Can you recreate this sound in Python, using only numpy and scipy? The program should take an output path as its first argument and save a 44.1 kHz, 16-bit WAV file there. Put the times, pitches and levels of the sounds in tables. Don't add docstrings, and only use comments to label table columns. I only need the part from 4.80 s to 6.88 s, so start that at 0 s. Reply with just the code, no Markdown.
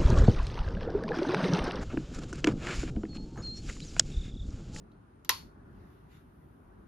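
import sys
import numpy as np
from scipy import signal
from scipy.fft import rfft, irfft, next_fast_len
from scipy.io import wavfile
from scipy.ndimage import uniform_filter1d, map_coordinates

SR = 44100
rng = np.random.default_rng(int(sys.argv[2]) if len(sys.argv) > 2 else 0)


def volts_from_decibels(level):
    exponent = np.asarray(level, float) / 20
    return 10 ** exponent


def unload_wav(signal):
    wavfile.write(
        sys.argv[1],
        SR,
        np.round(np.clip(np.atleast_2d(signal).T, -1, 1) * 32767).astype(np.int16),
    )


N = 91595


def unit(x):
    return x / np.sqrt(np.mean(x ** 2) + 1e-20)


def along(points, hz):
    f, value = np.transpose(points)
    return np.interp(np.log(hz + 1), np.log(f + 1), value)


def wobble(rate, count=N):
    knots = rng.standard_normal(int(count * rate / SR) + 4)
    return map_coordinates(knots, [np.arange(count) * rate / SR])


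def filtered(x, response):
    m = next_fast_len(x.shape[-1] + 8192)
    spectrum = rfft(x, m) * response(np.fft.rfftfreq(m, 1 / SR))
    return irfft(spectrum, m)[..., :x.shape[-1]]


# (frequency [Hz], correlation [-1 to 1])
LIKENESS = [(40, 1), (100, .94), (260, .83), (460, -0.0021), (1500, -0.29), (2000, .3), (6000, -0.04),
            (15000, -0.091)]
# (frequency [Hz], gain [dB])
SUM_GAIN = [(6800, 0), (7600, -5), (7850, -40), (8650, -40), (8900, -5), (10000, 0)]
# (frequency [Hz], gain [dB])
DIFFERENCE_GAIN = [(10300, 0), (10800, -36), (13400, -36), (13900, -12), (15500, -6), (16300, -40)]


def diffuse(pair, colour):
    def gains(hz):
        angle = np.arccos(np.clip(along(LIKENESS, hz), -1, 1)) / 2
        mid_gain = np.cos(angle) * volts_from_decibels(along(SUM_GAIN, hz))
        side_gain = np.sin(angle) * volts_from_decibels(along(DIFFERENCE_GAIN, hz))
        return volts_from_decibels(along(colour, hz)) * np.array([mid_gain, side_gain])

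    mid, side = filtered(pair, gains)
    return unit(np.array([mid + side, mid - side]))


def rush(colour, patchy_db):
    z = signal.stft(rng.standard_normal((2, N + 512)), nperseg=512)[2]
    patches = uniform_filter1d(rng.standard_normal(z.shape[1:]), size=6, axis=0)
    patches = uniform_filter1d(patches, size=12, axis=1)
    noise = signal.istft(z * volts_from_decibels(patchy_db * unit(patches)), nperseg=512)[1][:, :N]
    return diffuse(noise, colour)


# (frequency [Hz], density [dB per Hz])
RUMBLE = [(25, -35), (42, 0.5), (85, -1.5), (260, -5), (400, -8.5), (480, -17), (1450, -19.5), (2600, -42),
          (4000, -71.5)]
# (frequency [Hz], density [dB per Hz])
VENT_HISS = [(1200, -21), (2500, -3), (5000, -12.5), (7500, -16), (9000, 1), (9700, -19), (13000, -19.5),
             (14000, -40.5)]
# (time [s], spread [s], swell [dB])
ARM_DRAUGHT = (0.94, 0.32, 2.8)


def ventilation():
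    rumble_db, hiss_db = -56, -81
    middle_s, spread_s, swell_db = ARM_DRAUGHT
    t = np.arange(N) / SR
    swell = swell_db * np.exp(-((t - middle_s) / spread_s) ** 2)
    rumble = volts_from_decibels(rumble_db + swell + 1.2 * wobble(3)) * rush(RUMBLE, patchy_db=1.4)
    return rumble + volts_from_decibels(hiss_db) * rush(VENT_HISS, patchy_db=0.5)


# (time [s], level [dB], brightness [dB])
STROKES = [(.75, -100, 3.5), (.9, -83.5, -2), (0.971, -78.5, -5), (1.13, -75.5, -1.5), (1.27, -84, -1.5),
           (1.32, -70.5, -5), (1.37, -70.5, -4), (1.45, -83.5, 0), (1.62, -84.5, 4), (1.82, -89, 5),
           (1.92, -93, 3), (2.02, -87.5, 2), (2.08, -92.5, 1)]
# (frequency [Hz], level [dB])
CLOTH_COLOUR = [(300, -20), (700, -2.5), (1300, 2), (3000, -4.5), (7000, -15.5), (9000, -15.5),
                (10000, -35.5)]
# (frequency [Hz], level [dB])
FIBRE_COLOUR = [(6000, -28), (8500, -6.5), (11000, -1.5), (13000, 0), (14200, -9.5), (15000, -34)]


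def sleeves():
    fibres_db = -5
    t = np.arange(N) / SR
    s, level, brightness = np.transpose(STROKES)
    level_db = np.interp(t, s, level)
    bright_db = np.interp(t, s, brightness)
    cloth = volts_from_decibels(-bright_db) * rush(CLOTH_COLOUR, patchy_db=2.5)
    fibres = volts_from_decibels(fibres_db + bright_db) * rush(FIBRE_COLOUR, patchy_db=1.2)
    return volts_from_decibels(level_db) * (cloth + fibres)


# (time [s], level [dB], pitch [Hz], t60 [s], rise [s], left over right [dB])
SOFT_THUDS = [
    (.505, -45, 85.5, 0.2587, 0.029, 2.5),
    (1.8, -45, 45, 0.77, 0.084, 2.5),
]


def thuds():
    t = np.arange(N) / SR
    out = np.zeros((2, N))
    for s, db, hz, t60, rise, left_db in SOFT_THUDS:
        since = np.clip(t - s, 0, None)
        envelope = volts_from_decibels(db - 60 * since / t60) * (1 - np.exp(-(since / rise) ** 2))
        thud = envelope * np.sin(2 * np.pi * hz * since + 0.8 * wobble(25))
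        out += thud * volts_from_decibels(np.array([[left_db], [-left_db]]) / 2)
    return out


# (frequency [Hz], t60 [s])
ROOM_DECAY = [(300, .3), (1000, 0.38), (3000, 0.3), (6000, .33), (12000, 0.34)]
# (frequency [Hz], level [dB])
WALL_COLOUR = [(200, -7.5), (750, -10), (1000, 4), (1600, -2.5), (4500, 2.5), (7000, -7), (13600, -9),
               (14100, -45)]


def workshop(t):
    send_db, early_db, late_db = -5, -5, -17
    early_t60, first_wall_s = 0.045, 0.0023
    squeeze = 119.5
    hz, frame, z = signal.stft(rng.standard_normal((2, len(t))), SR, nperseg=256)
    late = volts_from_decibels(late_db - 60 * frame / along(ROOM_DECAY, hz)[:, None] - squeeze * frame ** 2)
    early = volts_from_decibels(early_db - 60 * frame / early_t60)
    tail = signal.istft(z * (late + early), SR, nperseg=256)[1][:, :len(t)]
    tail = tail * (1 - np.exp(-(t / first_wall_s) ** 2))
    return volts_from_decibels(send_db) * diffuse(tail, WALL_COLOUR) * np.sqrt(np.mean(tail ** 2))


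def ring(modes, t, favour_hz, favour_db, buzz_rad):
    favour_oct = 0.35
    scatter_rad, turn_hz = 0.3, 12000
    hz, db, t60 = np.transpose(modes)[:, :, None]
    strength, scatter, start = rng.standard_normal((3, len(modes), 1))
    lift_db = favour_db * np.exp(-(np.log2(hz / favour_hz) / favour_oct) ** 2)
    size = volts_from_decibels(db + lift_db + 1.7 * strength - 60 * t / t60)
    wander = buzz_rad * np.array([wobble(110, count=len(t)) for _ in modes])
    phase = 2 * np.pi * hz * t + wander + 1.3 * start
    shift = scatter_rad * scatter - np.pi * (hz / turn_hz) ** 2
    return np.array([(size * np.sin(phase + side * shift)).sum(0) for side in (1, -1)])


# (frequency [Hz], level [dB])
CRACK_COLOUR = [(300, -22.5), (1200, -0.5), (7000, -1), (8300, -10.5), (12000, -1.5), (15000, -11.5),
                (16000, -33.5)]


def crack(t):
    level_db, t60 = -4, 0.007
    noise = unit(filtered(rng.standard_normal((2, len(t))), lambda hz: volts_from_decibels(along(CRACK_COLOUR, hz))))
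    a, b = volts_from_decibels(level_db - 60 * t / t60) * noise
    return np.array([a + 0.46 * b, a - 0.36 * b])


# (time [s], peak level [dB], favoured pitch [Hz], favour [dB])
CONTACT_BLOWS = [
    (0.1174, -70, 3800, 26),
    (0.121, -71, 3500, 19),
    (.4480, -40.5, 8500, 8),
    (.4495, -53, 1400, 18.5),
    (0.453, -53, 5000, 3.5),
    (0.4926, -27, 2490, 2.5),
    (0.4928, -8, 5900, 4.5),
    (0.4953, -12, 1800, 12),
    (0.5006, -20, 4500, 8.5),
    (.5095, -30.5, 1086, 6),
]
# (frequency [Hz], level [dB], t60 [s])
BODY_MODES = [(1251, -7.5, 0.0118), (1850, -5.5, 0.0077), (2410, -11, 0.009), (2900, -3.5, .006),
              (3300, -8.5, .008), (3914, -10, 0.012), (4900, -11.5, 0.012), (5845, -0.5, 0.0081),
              (6250, -4, 0.006), (7060, -5, 0.008), (10300, -4, 0.0047), (12130, -2.5, 0.01),
              (13790, -8, .007)]
# (frequency [Hz], level [dB], t60 [s])
PANEL_MODES = [(500, -5.5, .05), (926, -7, .24), (1011, 2, 0.15), (1077, -3, 0.11), (1375, -6, 0.06),
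               (1930, -10, .06), (2060, -13.5, .1), (2651, -16.5, .1), (3220, -15.5, .15),
               (4100, -15.5, .2), (4340, -10, 0.28), (4549, -9.5, .24), (5160, -10.5, .08),
               (5707, -13, .08)]


def switch():
    panel_db = -19
    body_rise_s, panel_rise_s = 0.0003, 0.003
    t = np.arange(SR // 3) / SR
    out = np.zeros((2, N))
    for s, db, hz, favour_db in CONTACT_BLOWS:
        panel = volts_from_decibels(panel_db) * ring(PANEL_MODES, t, hz, favour_db, buzz_rad=1.2)
        panel = panel * (1 - np.exp(-t / panel_rise_s))
        body = ring(BODY_MODES, t, hz, favour_db, buzz_rad=0) + crack(t)
        body = body * (1 - np.exp(-t / body_rise_s))
        out[:, round(s * SR):][:, :len(t)] += volts_from_decibels(db - 5.5) * (body + panel + workshop(t))
    return out * volts_from_decibels(np.array([[0.8], [-0.8]]))


def scene():
    background = (ventilation() + sleeves()) * volts_from_decibels(np.array([[0.4], [-0.4]]))
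    return background + thuds() + switch()


# (frequency [Hz], gain [dB])
MIC_TREBLE = [(14800, 0), (15500, -13.5), (16300, -69)]


def roll_off(x):
    return signal.sosfilt(signal.butter(12, 15540, fs=SR, output="sos"), x)


def record(dry):
    mix = filtered(dry, lambda hz: volts_from_decibels(along(MIC_TREBLE, hz)))
    return roll_off(mix)


dry = scene()
out = record(dry)
unload_wav(out)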